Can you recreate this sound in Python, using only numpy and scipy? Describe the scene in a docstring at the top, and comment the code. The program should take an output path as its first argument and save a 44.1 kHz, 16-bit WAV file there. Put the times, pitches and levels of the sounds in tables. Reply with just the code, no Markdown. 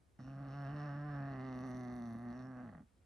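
"""A kitten growls once, long and low, with a plush toy in its mouth, on a quilt in a quiet room.
Its vocal folds give a two-tone hum and a rasp of pulses; a second slap wanders within each cycle.
Halfway the throat changes shape and the second harmonic takes over, with a wet crackle.
The growl starts and ends in uneven, creaky pulses, and the toy's fur brushes past.
A stereo microphone sits close by, with faint room tone and a low rumble behind the kitten."""
import sys
import numpy as np
from scipy import signal
from scipy.fft import rfft, irfft
from scipy.io import wavfile
from scipy.ndimage import uniform_filter1d

SR = 44100
rng = np.random.default_rng(int(sys.argv[2]) if len(sys.argv) > 2 else 0)


def generate_wav(signal):
    """Clip the signal to [-1, 1] and save it as 16-bit WAV at the path in sys.argv[1]."""
    frames = np.transpose(np.atleast_2d(signal))
    scaled = np.clip(frames, -1, 1) * 32767
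    pcm = np.round(scaled).astype(np.int16)
    wavfile.write(sys.argv[1], SR, pcm)


N = 134505
T = np.arange(N) / SR
FREQS_HZ = np.fft.rfftfreq(N, 1 / SR)


def amp(db):
    """Decibels to gain."""
    return 10 ** (np.asarray(db) / 20)


def unit_rms(x):
    """Scales to rms 1."""
    return x / np.sqrt(np.mean(x ** 2) + 1e-20)


def steadied(x, window=3000):
    """Scales to a running rms of 1."""
    power = uniform_filter1d(uniform_filter1d(x ** 2, window), window)
    return x / np.sqrt(abs(power) + 1e-14)


def curve(table, column=1):
    """One column of a time table at every sample."""
    rows = np.array(table, float)
    return np.interp(T, rows[:, 0], rows[:, column])


def spectrum_at(table, hz):
    """Reads a spectrum table on a log-frequency axis."""
    table_hz, value = np.transpose(table)
    return np.interp(np.log(hz + 1), np.log(table_hz + 1), value)


def drift(rate_hz):
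    """Slow random motion of rms 1."""
    return unit_rms(irfft(rfft(rng.standard_normal(N)) / (1 + (FREQS_HZ / rate_hz) ** 4), N))


def colour(x, table, size=4096):
    """Minimum-phase filter with the given spectrum."""
    log_gain = np.log(amp(spectrum_at(table, abs(np.fft.fftfreq(size, 1 / SR)))))
    taps = np.fft.ifft(np.exp(np.conj(signal.hilbert(log_gain)))).real
    return signal.oaconvolve(x, taps[:size // 2])[:N]


def resonate(x, hz, width_hz):
    """A steep resonance of gain 1 whose centre may glide."""
    carrier = np.exp(2j * np.pi * np.cumsum(hz * np.ones(N)) / SR)
    pole = np.exp(-np.pi * width_hz / SR)
    baseband = signal.lfilter([(1 - pole) ** 2], [1, -2 * pole, pole * pole], x / carrier + 1e-18)
    return 2 * (carrier * baseband).real


def pulses(cycles, jitter_s, spread_db):
    """One click per cycle, scattered in time and strength."""
    at = np.flatnonzero(np.diff(np.floor(cycles)) > 0)
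    late, strength = rng.standard_normal((600, 2))[:len(at)].T
    place = np.clip(at + late * (jitter_s * np.ones(N))[at] * SR, 0, N - 1).astype(int)
    level_db = np.clip(strength, -2, 2) * (spread_db * np.ones(N))[at]
    return np.bincount(place, amp(level_db), N)


# Room tone at the microphone: freq_hz, relative_db
ROOM_TONE = [(20,-39),(33,-26.5),(50,-2),(70,7),(100,-2),(250,-9.5),(450,-14),(900,-20),(2000,-26.5),(2800,-30.5),(6000,-34),(9000,-31.5),(11500,-36),(16000,-48.5)]
# Likeness of its left and right sides: freq_hz, correlation
ROOM_TONE_LIKENESS = [(50,.85),(300,0.68),(1000,0.14),(4000,0.7),(10000,0.047)]
# Low rumble in the room: time_s, level_db
RUMBLE_LEVEL = [(0,-83),(0.3,-70.5),(1.5,-66),(2.6,-76.5),(3.05,-81.5)]

def room_tone():
    """The quiet room all around the microphone; a low rumble swells and sinks in the centre."""
    left, unrelated = rfft(rng.standard_normal((2, N)))
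    likeness = spectrum_at(ROOM_TONE_LIKENESS, FREQS_HZ)
    right = likeness * left + np.sqrt(1 - likeness ** 2) * unrelated
    air = irfft(np.array([left, right]) * amp(spectrum_at(ROOM_TONE, FREQS_HZ)), N)
    rumble = unit_rms(resonate(rng.standard_normal(N), hz=57.7, width_hz=22))
    return amp(-71) * unit_rms(air) + amp(curve(RUMBLE_LEVEL)) * rumble


# Decay of the room around the quilt: freq_hz, t60_s
ROOM_DECAY = [(150,0.061),(1000,0.1),(8000,0.041)]

def room_tail(x):
    """The room returns a short, soft tail with little bass, different on each side."""
    hz, age, noise = signal.stft(rng.standard_normal((2, 16384)), SR, nperseg=256)
    fade = amp(-60 * age / spectrum_at(ROOM_DECAY, hz)[:, None])
    rise = np.minimum(age / 0.012, 1)
    tail = signal.istft(noise * fade * rise, SR, nperseg=256)[1]
    wet = signal.fftconvolve(x[None], tail / np.linalg.norm(tail[0]), axes=1)[:, :N]
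    return amp(-14) * signal.lfilter(*signal.butter(2, 260, "high", fs=SR), wet)


# Balance at the microphone: freq_hz, left_minus_right_db
MIC_BALANCE = [(60,-.4),(140,-.6),(260,0),(650,.5),(780,-.7),(1000,-4),(1350,-2.5),(1700,-4),(2100,-3.8),(2600,0),(4200,2.8),(6000,.3),(12000,0)]
# Phase between its ports: freq_hz, left_lead_rad
MIC_PHASE = [(60,0),(140,-.07),(260,-.22),(550,-.3),(820,-.55),(1200,-.2),(1480,-.45),(2000,0),(2500,.7),(3300,1.2),(4300,.7),(5300,.8),(6300,.5),(8600,.1),(9700,-2.2),(11000,-2.2)]

def microphone(x):
    """Two ports close to the kitten hear it with small level and phase differences."""
    left = amp(spectrum_at(MIC_BALANCE, FREQS_HZ) / 2) * np.exp(.5j * spectrum_at(MIC_PHASE, FREQS_HZ))
    return irfft(rfft(x) * np.array([left, 1 / left]), N)


# Touches of the plush toy: peak_s, length_s, centre_hz, level_db
FUR_STROKES = [(.79,.06,9100,-93),(1.58,.012,9100,-88),(1.69,.05,9100,-84),(2.89,.05,2000,-89),(2.975,.025,3900,-89),(3.02,.03,2000,-90)]

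def toy_fur():
    """The toy's fur brushes past in soft swells of hiss, each in its own band."""
    out = np.zeros(N)
    for peak_s, length_s, hz, db in FUR_STROKES:
        swell = amp(db) * np.exp(-(2 * (T - peak_s) / length_s) ** 2)
        out += swell * unit_rms(resonate(rng.standard_normal(N), hz, width_hz=2200))
    return out


# Wet crackle in the mouth: time_s, level_db
SALIVA_LEVEL = [(0.19,-100),(0.65,-88),(1.0,-102),(1.53,-93),(1.58,-74),(1.62,-88),(1.69,-76),(1.73,-84),(1.78,-77.5),(1.89,-88),(1.97,-77),(2.03,-82),(2.15,-80),(2.3,-88),(2.8,-104)]

def saliva(cycles, puffs):
    """Saliva ticks in time with the folds."""
    drive = unit_rms(pulses(cycles, jitter_s=0.00032, spread_db=6)) + 0.33 * puffs
    ticks = 0.47 * resonate(drive, 9230, 700) + resonate(drive, 11170, 450)
    return amp(curve(SALIVA_LEVEL)) * steadied(ticks)


# Movement of the throat: time_s, second_shape_share, top_resonance_hz
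THROAT_MOTION = [(0.2,0,5620),(0.5,0,5420),(1.15,0,5340),(1.45,1,5600),(1.7,1,5870),(2.25,0.99,5833),(2.45,0.6,5504),(2.8,0.18,6150)]
# Its first and second shape: freq_hz, gain_db
FIRST_SHAPE = [(60,-22),(200,-18.5),(300,-12.5),(420,-8),(480,-2.5),(570,-1.5),(710,3),(860,-2),(940,-12),(1020,-6.5),(1160,-3),(1420,-3),(1720,-12.5),(1950,-11),(2250,-26),(3000,-25.5),(6000,-92.5)]
SECOND_SHAPE = [(60,-13),(200,-7.5),(370,5),(470,-7),(630,-.5),(760,5),(870,-3),(950,-9.5),(1040,-7),(1190,-2),(1280,-5),(1420,-10),(1850,-12.5),(2080,-11.5),(2350,-42.5),(3000,-63.5),(6000,-66.5)]
# Resonance added by the mouth: time_s, centre_hz, gain_db
MOUTH_BAND = [(0.2,1850,4),(0.35,1630,-13),(.5,1700,-17),(0.62,1720,0.5),(0.8,1780,0),(1.0,1750,1.5),(1.17,1702,2.5),(1.27,1771,3.5),(1.42,1930,3.5),(1.6,1870,-2),(1.8,1933,0.5),(2.1,1850,-1),(2.3,1860,1),(2.42,1735,0.5),(2.6,1624,-4),(2.8,1825,-3)]

def throat(drive):
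    """The throat moves between two shapes, and the mouth lifts one gliding band."""
    share = curve(THROAT_MOTION)
    voice = (1 - share) * colour(drive, FIRST_SHAPE) + share * colour(drive, SECOND_SHAPE)
    return voice + amp(curve(MOUTH_BAND, 2)) * resonate(voice, curve(MOUTH_BAND), width_hz=358)


# Gliding resonance of the nose: time_s, centre_hz, level_db
NASAL_BAND = [(0.19,2900,-85),(0.31,2800,-76),(0.35,2850,-89),(0.44,2780,-86),(0.55,2900,-72.5),(0.6,2800,-80),(0.69,2900,-72.5),(0.75,2870,-76),(0.82,2780,-73.5),(1.05,2680,-85),(1.17,2560,-78),(1.35,2740,-74),(1.55,2790,-75),(1.9,2713,-82),(2.2,2707,-85.5),(2.4,2650,-79),(2.5,2600,-91),(2.6,2570,-83),(2.85,2496,-98)]
# Its steady resonances near 4 kHz: centre_hz, width_hz, relative_db
NOSE_MODES = [(3750,650,-5.5),(4210,750,-5)]
# Those two together: time_s, level_db
NOSE_LEVEL = [(0.19, -90), (0.2, -81), (0.39, -87), (0.54, -76), (0.6, -79), (0.69, -76), (0.74, -83),
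              (0.77, -74), (1.05, -84), (1.14, -78), (1.2, -82.5), (1.34, -76), (1.35, -82), (1.43, -75.5),
              (2.07, -78.5), (2.27, -86.5), (2.31, -76), (2.36, -87), (2.4, -76), (2.47, -92),
              (2.69, -87.5), (2.85, -103)]
# Top resonance of the throat: time_s, level_db
TOP_BAND_LEVEL = [(.19,-82),(.22,-78),(.28,-80),(.33,-85),(.46,-89),(.5,-77.5),(.66,-77.5),(.73,-83),(.79,-74.5),(.87,-76),(.96,-82),(1.08,-84),(1.14,-78.5),(1.22,-85),(1.42,-83),(1.6,-76.5),(1.76,-74),(1.9,-80),(2.08,-78.5),(2.23,-90),(2.36,-78.5),(2.46,-79.5),(2.52,-92),(2.57,-87),(2.65,-93),(2.85,-101)]

def buzz(cycles, puffs):
    """Uneven ticks and hiss ring the upper resonances of nose and throat."""
    spread_db = np.interp(curve(THROAT_MOTION), [0, 1], [2.5, 4.8])
    drive = steadied(pulses(cycles, .0001, spread_db)) + amp(-4) * puffs
    nasal = resonate(drive + .5 * puffs, curve(NASAL_BAND), width_hz=650)
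    nose = sum(amp(db) * resonate(drive, hz, width) for hz, width, db in NOSE_MODES)
    top = resonate(drive, curve(THROAT_MOTION, 2), width_hz=540)
    bands = [(nasal, curve(NASAL_BAND, 2)), (nose, curve(NOSE_LEVEL)), (top, curve(TOP_BAND_LEVEL))]
    return sum(amp(db) * steadied(band, window=1500) for band, db in bands)


# Hard slaps of the folds as the growl catches and creaks out: start_s, slap_peak_db, chest_peak_db
HARD_SLAPS = [(.191,-54,-50),(.246,-53,-54),(.277,-48,-54),(2.647,-51,-54),(2.673,-50,-55),(2.691,-49,-53),(2.729,-50,-51),(2.750,-48,-51),(2.778,-54.5,-51),(2.803,-58,-51),(2.828,-66,-58)]

def creaks():
    """Each hard slap is a click and a short puff through the throat, and a low knock in the chest."""
    puff_decay_s = 0.0015
    chest_hz, chest_rise_s, chest_decay_s = 228, .002, .010
    out = np.zeros(N)
    for start_s, slap_db, chest_db in HARD_SLAPS:
        age = np.maximum(T - start_s, 0)
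        drive = amp(-13.5) * rng.standard_normal(N) * (T >= start_s) * np.exp(-age / puff_decay_s)
        drive[round(start_s * SR)] -= 1  # the click
        slap = throat(drive)
        envelope = (1 - np.exp(-age / chest_rise_s)) * np.exp(-age / chest_decay_s)
        knock = np.sin(2 * np.pi * chest_hz * age) * envelope
        out += amp(slap_db) * slap / abs(slap).max() - amp(chest_db) * knock / abs(knock).max()
    return out


# Rasp of the folds, close up: time_s, level_db
RASP_LEVEL = [(0.19,-66),(0.205,-60.5),(0.225,-70),(0.265,-66),(0.29,-63),(0.4,-59),(0.52,-57),(0.66,-51.5),(0.74,-55.5),(0.81,-51.5),(0.9,-52),(0.97,-54.5),(1.07,-53.5),(1.18,-52),(1.35,-52.5),(1.55,-52.5),(1.92,-53.5),(2.19,-58.5),(2.27,-55),(2.52,-59.5),(2.6,-56.5),(2.66,-62),(2.7,-65.5),(2.73,-66),(2.79,-68),(2.85,-86)]
# Second slap after each closure: time_s, delay_cycles, relative_strength
SECOND_SLAP = [(0.28,0.2,0.3),(0.45,0.27,0.66),(0.54,0.34,0.28),(0.63,0.452,0.3),(0.77,0.28,0.7),(0.84,0.43,0.55),(0.9,0.56,0.62),(1.0,0.46,0.54),(1.1,0.38,0.88),(1.19,0.53,0.4),(1.3,0.37,0.37),(1.43,0.38,0.26),(1.52,0.481,0.25),(1.8,.38,0.41),(2.2,0.33,0.42),(2.35,0.43,0.5),(2.47,0.33,0.15),(2.6,0.47,0.5),(2.7,0.29,0.2)]

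def rasp(cycles, uneven, puffs):
    """Closing folds, their second slap and puffs of air ring the throat."""
    jitter_s = 0.00045 * uneven
    slaps = curve(SECOND_SLAP, 2) * pulses(cycles - curve(SECOND_SLAP), 2.56 * jitter_s, spread_db=0)
    closures = pulses(cycles, jitter_s, spread_db=4 * uneven)
    breath = amp(-13.5) * (0.56 + uneven) * puffs
    voice = throat(breath - unit_rms(closures + slaps))
    reflection = amp(-13.5) * np.interp(T - 0.001807, T, voice)  # off something close
    return amp(curve(RASP_LEVEL)) * steadied(voice + reflection)


# Hum of the folds, close up: time_s, fundamental_db, second_harmonic_db
HUM_LEVELS = [(0.19, -57, -58), (0.2, -51.5, -60), (0.26, -53.5, -51.5), (0.34, -49, -58),
              (0.43, -48.5, -54.5), (0.54, -48, -57.5), (0.6, -45, -54), (1.11, -44.5, -52.5),
              (1.2, -43.5, -49), (1.32, -48, -49.5), (1.53, -52.5, -43.5), (1.81, -50.5, -45.5),
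              (2.0, -58.5, -45), (2.12, -52, -47), (2.19, -56, -50.5), (2.29, -54, -44.5),
              (2.32, -60.5, -45.5), (2.43, -53, -49), (2.635, -59, -48), (2.66, -59, -53),
              (2.72, -61, -61.5), (2.8, -72, -57.5), (2.85, -60, -72)]

def hum(cycles, rough):
    """The folds' two lowest harmonics flutter with roughness, over a faint half tone and a low burr."""
    first, second = amp(curve(HUM_LEVELS)), amp(curve(HUM_LEVELS, 2))
    angle = 2 * np.pi * cycles
    flutter = 0.32 * rough
    tones = first * np.cos(angle) * (1 + flutter * drift(45))
    tones += second * np.cos(2 * angle + 2 * np.pi * 0.11) * (1 + flutter * drift(41))
    half_tone = (np.cos(angle / 2) + 0.93 * np.cos(1.5 * angle)) * drift(8)
    burr = unit_rms(resonate(rng.standard_normal(N), hz=196, width_hz=180))
    grit = amp(-18.5) * np.sqrt(rough) * half_tone + amp(-4) * rough * burr
    return np.sqrt(2) * tones / np.sqrt(1 + flutter ** 2) + np.hypot(first, second) * grit


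# Vibration of the kitten's vocal folds: time_s, pitch_hz
FOLD_PITCH = [(.19,134.2),(.24,126.7),(.28,135.1),(.38,136.2),(.4,140),(.44,137),(.46,140.8),(.5,133.9),(.56,141.6),(.59,142.5),(.67,135.8),
              (.71,144.4),(.75,146.1),(.86,148.1),(.92,140.4),(.98,145.5),(1.07,148.1),(1.23,137.6),(1.28,138),(1.4,128.8),(1.44,131),
              (1.61,126.6),(1.63,130.6),(1.67,131.4),(1.69,125.3),(1.75,126.8),(1.93,121.3),(1.96,124.5),(2.01,118),(2.04,119),(2.14,113.5),
              (2.23,121.4),(2.26,119),(2.34,121.3),(2.38,129.4),(2.42,126.9),(2.47,131.6),(2.64,121.3),(2.7,107.7),(2.77,77.95),(2.85,75.7)]
# Their irregularity, from 0 to 1: time_s, hum_roughness, pulse_unevenness
FOLD_ROUGHNESS = [(.19,.5,.5),(.27,.4,.35),(.33,.18,.2),(.48,.36,.3),(.58,.08,.07),(.68,.14,.1),(.73,.42,.25),(.8,.16,.08),(.88,.12,.07),(.94,.26,.14),(1.03,.12,.07),(1.16,.14,.13),(1.34,.26,.27),(1.48,.16,.11),(1.68,.27,.21),(1.85,.2,.15),(1.9,.25,.27),(1.96,.2,.12),(2.13,.22,.2),(2.16,.65,.55),(2.2,.22,.22),(2.62,.25,.24),(2.68,.9,.8),(2.85,.9,.9)]

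def growl():
    """One train of fold cycles drives hum, rasp, buzz and saliva; each closure starts a puff of air."""
    start_s, end_s, attack_s, release_s = .187, 2.85, 0.0069, 0.021
    leak, puff_decay_cycles = .3, .45
    rough, uneven = curve(FOLD_ROUGHNESS), curve(FOLD_ROUGHNESS, 2)
    pitch_hz = curve(FOLD_PITCH) * (1 + .04 * uneven * drift(35))
    cycles = np.cumsum(pitch_hz) / SR
    closure = cycles - .52  # the folds close just past mid-cycle
    airflow = leak + np.exp(-(closure % 1) / puff_decay_cycles)
    puffs = unit_rms(airflow * rng.standard_normal(N))
    gate = np.clip((T - start_s) / attack_s, 0, 1) * np.clip((end_s - T) / release_s, 0, 1)
    voice = hum(cycles, rough) + rasp(closure, uneven, puffs)
    return gate * (voice + buzz(closure, puffs) + saliva(closure, puffs))


def scene():
    """The kitten and its toy close to the microphone, the quiet room behind."""
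    kitten = growl() + creaks() + toy_fur()
    return microphone(kitten) + room_tail(kitten) + room_tone()


def record(dry):
    """The recorder passes 38 Hz to 12.2 kHz."""
    low_cut = signal.butter(4, 38, "high", fs=SR, output="sos")
    high_cut = signal.firwin(301, 12200, window=("kaiser", 8), fs=SR)
    return signal.oaconvolve(signal.sosfilt(low_cut, dry), high_cut[None], "same")


dry = scene()
out = record(dry)
generate_wav(out)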